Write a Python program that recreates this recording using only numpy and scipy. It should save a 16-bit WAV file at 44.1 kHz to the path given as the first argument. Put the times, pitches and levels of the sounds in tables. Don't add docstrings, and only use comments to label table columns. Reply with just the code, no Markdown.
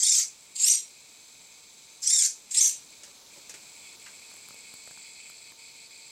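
import sys
import numpy as np
from scipy import signal
from scipy.fft import rfft, irfft, next_fast_len
from scipy.io import wavfile
from scipy.ndimage import uniform_filter1d

SR = 44100
rng = np.random.default_rng(int(sys.argv[2]) if len(sys.argv) > 2 else 0)


def waveform_to_disk(signal):
    frames = np.transpose(np.atleast_2d(signal))
    scaled = np.clip(frames, -1, 1) * 32767
    samples = np.round(scaled).astype(np.int16)
    wavfile.write(sys.argv[1], SR, samples)


def how_loud(loudness_db):
    steps = np.asarray(loudness_db, float) / 20
    return 10 ** steps


N = 269434

# [start t/s, spin-up t/s, top tooth contacts f/Hz, hunting share of speed,
# wheel turns to the first tight spot]
UP_STROKES = [
    (-.045, .135, 1850, .05, 0.15),
    (2.012, .13, 1850, 0.0052, 0.66),
]
DOWN_STROKES = [
    (.545, .147, 2953, 0.033, 0.33),
    (2.499, 0.12, 3039, .03, 0.33),
]
# [f/Hz, level per Hz/dB]
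UP_TONE = [(530, -112), (900, -67), (1090, -35.5), (2250, -19), (3000, -23.5), (3500, -20), (4490, -9.5),
           (5180, -7.5), (6270, 0), (7410, -5), (9180, -12), (10200, -15.5), (15500, -31.5)]
DOWN_TONE = [(530, -70), (900, -27), (1160, -24.5), (1350, -36), (1750, -24.5), (2250, -16), (4770, -7),
             (6050, -10.5), (6580, 2), (8440, -5), (9860, -11.5), (12400, -22), (15500, -22.5)]
UP_OVERTONES = [-9, 0.5, -10, -6.5, -1]
DOWN_OVERTONES = [-15, 8.5, -1, 2.5, -5]
# [f/Hz, width f/Hz, lift level/dB]
GEARBOX_MODES = [(5320, 70, 4), (5840, 190, 4), (6050, 90, -12), (6530, 32, 3.5), (7210, 160, 1),
                 (7530, 95, 13), (8220, 270, 5), (8126, 85, 5.5), (9800, 28, -14), (10460, 98, 2)]
# [f/Hz, level per Hz/dB]
HISS_TONE = [(30, -13), (80, -4), (200, -0.5), (500, -2), (1000, -3.5), (1800, -8), (3000, -5), (6000, 0.5),
             (10000, -9.5), (15700, -12.5)]
# [f/Hz, rms level/dB]
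FAN_TONES = [(457.6, -79.5), (909.8, -76)]
# [f/Hz, width f/Hz, level/dB]
FAR_MODES = [(2207, 7.6, -2), (2390, 13, -3), (2505, 16, -11), (3820, 440, 0), (4180, 180, 3.5),
             (4680, 330, -1), (5350, 83, -15), (6180, 160, -3), (7300, 166, 2), (8300, 580, -20),
             (10500, 490, -15), (13400, 1100, -36)]
# [f/Hz, width f/Hz, level/dB]
LAST_GEAR_MODES = [(6375, 76, 4), (6490, 280, -10)]
# [t/s, level/dB]
LAST_GEAR_LEVEL = [(0, -72.5), (.9, -67), (1.9, -63.5), (2.9, -66.5), (6.11, -68)]
# [f/Hz, width f/Hz, level/dB]
PLATE_MODES = [(2235, 70, 0), (2442, 35, -0.5), (2534, 24, 1.5), (2660, 7.9, 0), (3036, 18, -6.5),
               (3410, 29, -4)]
ARM_MODES = [(3660, 160, -15), (4125, 170, -3.5), (4540, 260, -3), (4990, 90, -4), (5340, 240, -19)]
CASE_MODES = [(6600, 330, -20), (6910, 370, -3.5), (7380, 560, 3), (7730, 530, 6), (8220, 600, -0.5),
              (9020, 340, -9.5)]
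# [t/s, level/dB]
APPROACH = [(2.8, -63), (3.1, -62.5), (3.35, -60.5), (3.55, -60), (3.85, -56.5), (4.2, -57.5), (5.0, -55),
            (5.45, -56.5), (6.11, -56.5)]
# [middle t/s, length t/s, drop level/dB]
RESTS = [
    (3.23, .14, 12),
    (3.53, .015, 7),
    (3.975, .03, 18),
    (5.55, .065, 11),
    (5.74, .03, 5),
    (5.89, .03, 11),
]
# [t/s, thump level/dB, knock level/dB, snap level/dB]
KNOCKS = [
    (3.034, -52, -45, -33.5),
    (3.077, -47, -54, -57),
    (3.361, -50, -46.5, -46),
    (3.373, -48.5, -58, -42.5),
    (3.495, -45, -39.5, -31.5),
    (3.541, -46, -38, -34.5),
    (4.062, -76, -38.5, -42),
]
# [t/s, thump level/dB, knock level/dB, snap level/dB]
HAND_TICKS = [(4.218, -51, -50, -56), (4.315, -43, -46, -43), (4.341, -44, -45, -40),
              (4.367, -44.5, -52, -42), (4.487, -39.5, -36, -33), (4.507, -38.5, -41, -46),
              (4.544, -42, -41, -41), (4.74, -38, -42, -35), (4.836, -59, -54, -51),
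              (4.875, -39.5, -48, -42), (4.91, -38.5, -47, -47), (4.975, -42.5, -56, -53),
              (5.299, -40.5, -40, -38.5), (5.521, -44, -58, -43)]

DRIVE_HZ = 300.75
PINION_TEETH, WHEEL_TEETH = 10, 52
TIGHT_DB, TIGHT_SCATTER_DB = 5, -1
TAKE_UP_S = 0.014
HUNT_S, JERK_S = 0.043, 0.013
CREEP = 0.57
ROOM_T60_S, ROOM_DB = 0.22, -7.5
KNOCK_T60_S, TICK_T60_S = 0.091, 0.013
AIR_DB, CARRY_S, CARRY_DB = -57.5, (2.3, 5.27), 3
FAN_FOLLOWS = 0.6
FAR_DB, RAISED_DB = -57.5, -3
ARM_DB, ARM_DB_PER_S = 0, 1.5
CASE_DB, CASE_DB_PER_S = 3.5, -0.5
SWING_MID_S = 4.6


def rms_one(x):
    return x / np.sqrt(np.mean(x ** 2) + 1e-20)


def curve(rows):
    s, value = np.transpose(rows)
    return np.interp(np.arange(N) / SR, s, value)


def drift(rate):
    r = np.exp(-2 * np.pi * rate / SR)
    walk = signal.lfilter([1], [1, -2 * r, r * r], rng.standard_normal(N + SR))
    return rms_one(walk[SR:])


def resonance(x, hz, width_hz):
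    r = np.exp(-np.pi * width_hz / SR)
    poles = [1, -2 * r * np.cos(2 * np.pi * hz / SR), r * r]
    return signal.lfilter(np.array([1, 0, -1]) * (1 - r * r) / 2, poles, x)


def body(x, modes):
    rung = 0
    for k, (hz, width_hz, db) in enumerate(modes):
        rung = rung + (-1) ** k * how_loud(db) * resonance(x, hz, width_hz)
    return rms_one(rung)


def colour(x, spectrum):
    size = next_fast_len(N)
    hz, db = np.transpose(spectrum)
    at = np.log(np.fft.rfftfreq(size, 1 / SR) + 1)
    return irfft(rfft(x, size) * how_loud(np.interp(at, np.log(hz), db)), size)[:N]


def band(x, low_hz, high_hz):
    return signal.sosfilt(signal.butter(2, [low_hz, high_hz], "band", fs=SR, output="sos"), x)


def motion(rows, start_share, ease, settle_s, hold_s, sag, sag_power, top_db, jerk_db, take_up_db,
           rise, release_db_per_s):
    t = np.arange(N) / SR
    mesh_hz, level_db = np.full(N, 1000.), np.full(N, -120.)
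    share, coast_s, tight_db = np.zeros((3, N))
    wear = rng.standard_normal((len(rows), 40))
    for (start, spin_s, top_hz, hunt, first), uneven in zip(rows, wear):
        on = (t >= start) & (t < start + 0.4)
        since = t[on] - start
        after = np.maximum(since - spin_s, 0)
        spun = np.sin(np.pi / 2 * np.minimum(since / spin_s, 1)) ** ease
        spun = start_share + (1 - start_share) * spun
        hunting = hunt * np.exp(-after / settle_s) * np.cos(2 * np.pi * (since - spin_s) / HUNT_S)
        braking_hz = top_hz * sag * (after / 0.1) ** sag_power
        hz = np.maximum(top_hz * spun * (1 + hunting) - braking_hz, top_hz * start_share)
        mesh_hz[on], share[on], coast_s[on] = hz, hz / top_hz, after

        attack_s = rise * spin_s
        attack_db = np.interp(since, [0, JERK_S, CREEP * attack_s, attack_s],
                              [jerk_db - 24, jerk_db, jerk_db + 6, 0])
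        level_db[on] = top_db + attack_db - release_db_per_s * np.maximum(after - hold_s, 0)

        turns = np.cumsum(hz) / SR / WHEEL_TEETH - first + 0.5
        off_s = (turns % 1 - 0.5) * WHEEL_TEETH / hz
        spot_db = TIGHT_DB + TIGHT_SCATTER_DB * uneven[turns.astype(int)]
        spot_db = spot_db * spun ** 1.5 * np.exp(-0.5 * (off_s / 0.0027) ** 2)
        clack_db = take_up_db * np.exp(-0.5 * ((since - TAKE_UP_S) / 0.0045) ** 2)
        tight_db[on] = spot_db + clack_db
    return mesh_hz, share, coast_s, level_db, tight_db


def patchy_noise(patchy_db):
    edges, white = np.geomspace(900, 15500, 25), rng.standard_normal((2, N))
    patches = 0
    for k, (low, high) in enumerate(zip(edges, edges[1:])):
        patches = patches + band(white[k % 2], low, high) * how_loud(patchy_db * drift(35))
    return patches


def gearbox(x):
    return x + sum((how_loud(db) - 1) * resonance(x, hz, width_hz) for hz, width_hz, db in GEARBOX_MODES)


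def strokes(moves, tone, overtones_db, clean_db, clean_slope_db, clean_cap_db, fade_db_per_s, wobble,
            runout, scatter_db, radiates_hz):
    mesh_hz, share, coast_s, level_db, tight_db = moves
    speed = uniform_filter1d(mesh_hz, size=500) * (1 + wobble * drift(100))
    turn = 2 * np.pi * np.cumsum(speed) / SR
    turn = turn + runout * np.sin(turn / PINION_TEETH)
    whine = 0
    for k, db in enumerate(overtones_db):
        whine = whine + np.cos((k + 1) * turn) * how_loud(db + scatter_db * drift(63))
    for _ in range(2):
        whine = band(whine, radiates_hz, 15000)
    whine_db = np.minimum(clean_db + clean_slope_db * (share - 1), clean_cap_db)
    whine_db = whine_db - fade_db_per_s * coast_s
    whine = gearbox(colour(0.66 * how_loud(whine_db) * rms_one(whine), tone))

    grains = patchy_noise(patchy_db=4.3) * how_loud(1.2 * drift(420))
    grind = gearbox(colour(rms_one(grains), tone))

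    even = 1 / np.sqrt(uniform_filter1d((whine + grind) ** 2, size=2000) + 1e-20)
    tight = how_loud(tight_db)
    loaded = whine * tight + grind * tight ** 0.92
    return loaded * even * how_loud(level_db)


def strokes_up():
    rising = motion(UP_STROKES, start_share=0.51, ease=0.8, settle_s=0.12, hold_s=0.11, sag=0.25,
                    sag_power=2.1, top_db=-22.5, jerk_db=-12, take_up_db=-2.5, rise=0.59,
                    release_db_per_s=308)
    return strokes(rising, UP_TONE, UP_OVERTONES, clean_db=8, clean_slope_db=65, clean_cap_db=5,
                   fade_db_per_s=0, wobble=0.004, runout=0.14, scatter_db=4.5, radiates_hz=3090)


def strokes_down():
    falling = motion(DOWN_STROKES, start_share=0.35, ease=1.8, settle_s=0.039, hold_s=0.041, sag=0.02,
                     sag_power=1.1, top_db=-22, jerk_db=-18.5, take_up_db=8.5, rise=0.52,
                     release_db_per_s=257)
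    return strokes(falling, DOWN_TONE, DOWN_OVERTONES, clean_db=11, clean_slope_db=70, clean_cap_db=0.5,
                   fade_db_per_s=40, wobble=0.004, runout=0.33, scatter_db=4.5, radiates_hz=4700)


def room(x):
    t = np.arange(int(0.6 * SR)) / SR
    tail = rng.standard_normal(len(t)) * how_loud(-60 * t / ROOM_T60_S) * (t > 0.004)
    tail = signal.lfilter([1], [1, -0.4], tail)
    return how_loud(ROOM_DB) * signal.fftconvolve(x, tail / np.sqrt(np.sum(tail ** 2)))[:N]


def background():
    t = np.arange(N) / SR
    carried = np.sin(np.pi * np.clip((t - CARRY_S[0]) / (CARRY_S[1] - CARRY_S[0]), 0, 1))
    hiss = rms_one(colour(rng.standard_normal(N), HISS_TONE)) * how_loud(AIR_DB + CARRY_DB * carried)
    fan = sum(how_loud(db + 2 + 0.8 * drift(2.2)) * np.sin(2 * np.pi * hz * t) for hz, db in FAN_TONES)
    return hiss + fan * how_loud(FAN_FOLLOWS * np.maximum(curve(APPROACH) + 68, 0) - 4)


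def drive_pulses(steady, rattle, rattle_s, uneven_db=1.5, skipped=0.98):
    at = (np.arange(0.0012, N / SR, 1 / DRIVE_HZ) * SR).astype(int)
    kicks, strength = np.zeros((2, N))
    need, spread, way = rng.standard_normal((3, len(at)))
    fires = np.where(need > np.roll(need, 1), 1, skipped)
    strength[at] = fires * how_loud(uneven_db * spread)
    kicks[at] = steady + strength[at] * np.tanh(2 * way)
    shake = signal.lfilter([1], [1, -np.exp(-1 / (rattle_s * SR))], strength)
    return rms_one(kicks) + rattle * rms_one(shake * rng.standard_normal(N))


def holding_buzz():
    t = np.arange(N) / SR
    distant = drive_pulses(steady=1, rattle=1.17, rattle_s=0.014)
    raised = np.zeros(N)
    for up, down in zip(UP_STROKES, DOWN_STROKES):
        raised += (t > up[0]) * (t < down[0])
    raised = uniform_filter1d(raised, size=2000)
    far = how_loud(FAR_DB + RAISED_DB * raised) * body(distant, FAR_MODES)
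    last_gear = how_loud(curve(LAST_GEAR_LEVEL)) * body(distant, LAST_GEAR_MODES)

    rest_db = sum(drop_db * np.exp(-(2 * (t - s) / length) ** 4) for s, length, drop_db in RESTS)
    effort = how_loud(curve(APPROACH) - rest_db)
    arm_db = ARM_DB + ARM_DB_PER_S * (t - SWING_MID_S)
    case_db = CASE_DB + CASE_DB_PER_S * (t - SWING_MID_S)
    plate = body(drive_pulses(steady=1, rattle=1, rattle_s=0.004), PLATE_MODES) * how_loud(1.23 * drift(13))
    arm = how_loud(arm_db) * body(drive_pulses(steady=1, rattle=1.14, rattle_s=0.0081), ARM_MODES)
    case_pulses = drive_pulses(steady=0.38, rattle=1.5, rattle_s=0.0022, uneven_db=0.6, skipped=0.7)
    case = how_loud(case_db) * body(case_pulses, CASE_MODES)
    return far + last_gear + effort * (plate + arm + case)


def hits(events, bands_hz, t60, click):
    out, t = np.zeros(N), np.arange(int(0.15 * SR)) / SR
    noise = rng.standard_normal((len(events), len(t)))
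    for (s, *peaks_db), hiss in zip(events, noise):
        burst = hiss * how_loud(-60 * t / max(t60, 0.003)) + click * (t == 0)
        start = round(s * SR)
        for db, (low, high) in zip(peaks_db, bands_hz):
            part = band(burst, low, high)
            out[start:start + len(t)] += how_loud(db) * part / np.abs(part).max()
    return out


def room_knocks():
    return hits(KNOCKS, [(200, 1140), (1200, 3000), (5000, 8300)], KNOCK_T60_S, click=5)


def hand_ticks():
    return hits(HAND_TICKS, [(100, 1800), (1800, 7000), (8500, 12500)], TICK_T60_S, click=3.5)


def scene():
    bench = strokes_up() + strokes_down() + room_knocks()
    return (bench + room(bench) + hand_ticks() + holding_buzz() + background())[None]


def starve(x, under_db, scatter_db, top_holes):
    lead = 1024 - 547
    hz, _, frames = signal.stft(np.pad(x, (lead, 0)), SR, window="cosine", nperseg=2048)
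    power = np.abs(frames) ** 2
    edges = np.unique(np.round(4 * 1.045 ** np.arange(122) / 4).astype(int) * 4) - 4
    luck = rng.standard_normal((len(edges), power.shape[1]))
    luck = rms_one(uniform_filter1d(luck, size=2, axis=1))
    for low, high, chance in zip(edges, edges[1:], luck):
        under = 10 * np.log10(power.sum(axis=0) / (power[low:high].mean(axis=0) + 1e-30))
        hole = (9500 < hz[low] < 15500) & (chance > top_holes) & (under > 36)
        limit_db = under_db - 3 * (hz[low] > 12800) + scatter_db * chance
        frames[low:high] *= (under < limit_db) & ~hole
    return signal.istft(frames, SR, window="cosine", nperseg=2048)[1][lead:lead + N]


def band_limit(x):
    return signal.sosfilt(signal.butter(12, 15750, fs=SR, output="sos"), x)


def record(dry):
    rounded = 0.56 * np.tanh(dry[0] / 0.55)
    mix = starve(rounded, under_db=53.5, scatter_db=3.5, top_holes=1.4)[None]
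    return band_limit(mix)


dry = scene()
out = record(dry)
waveform_to_disk(out)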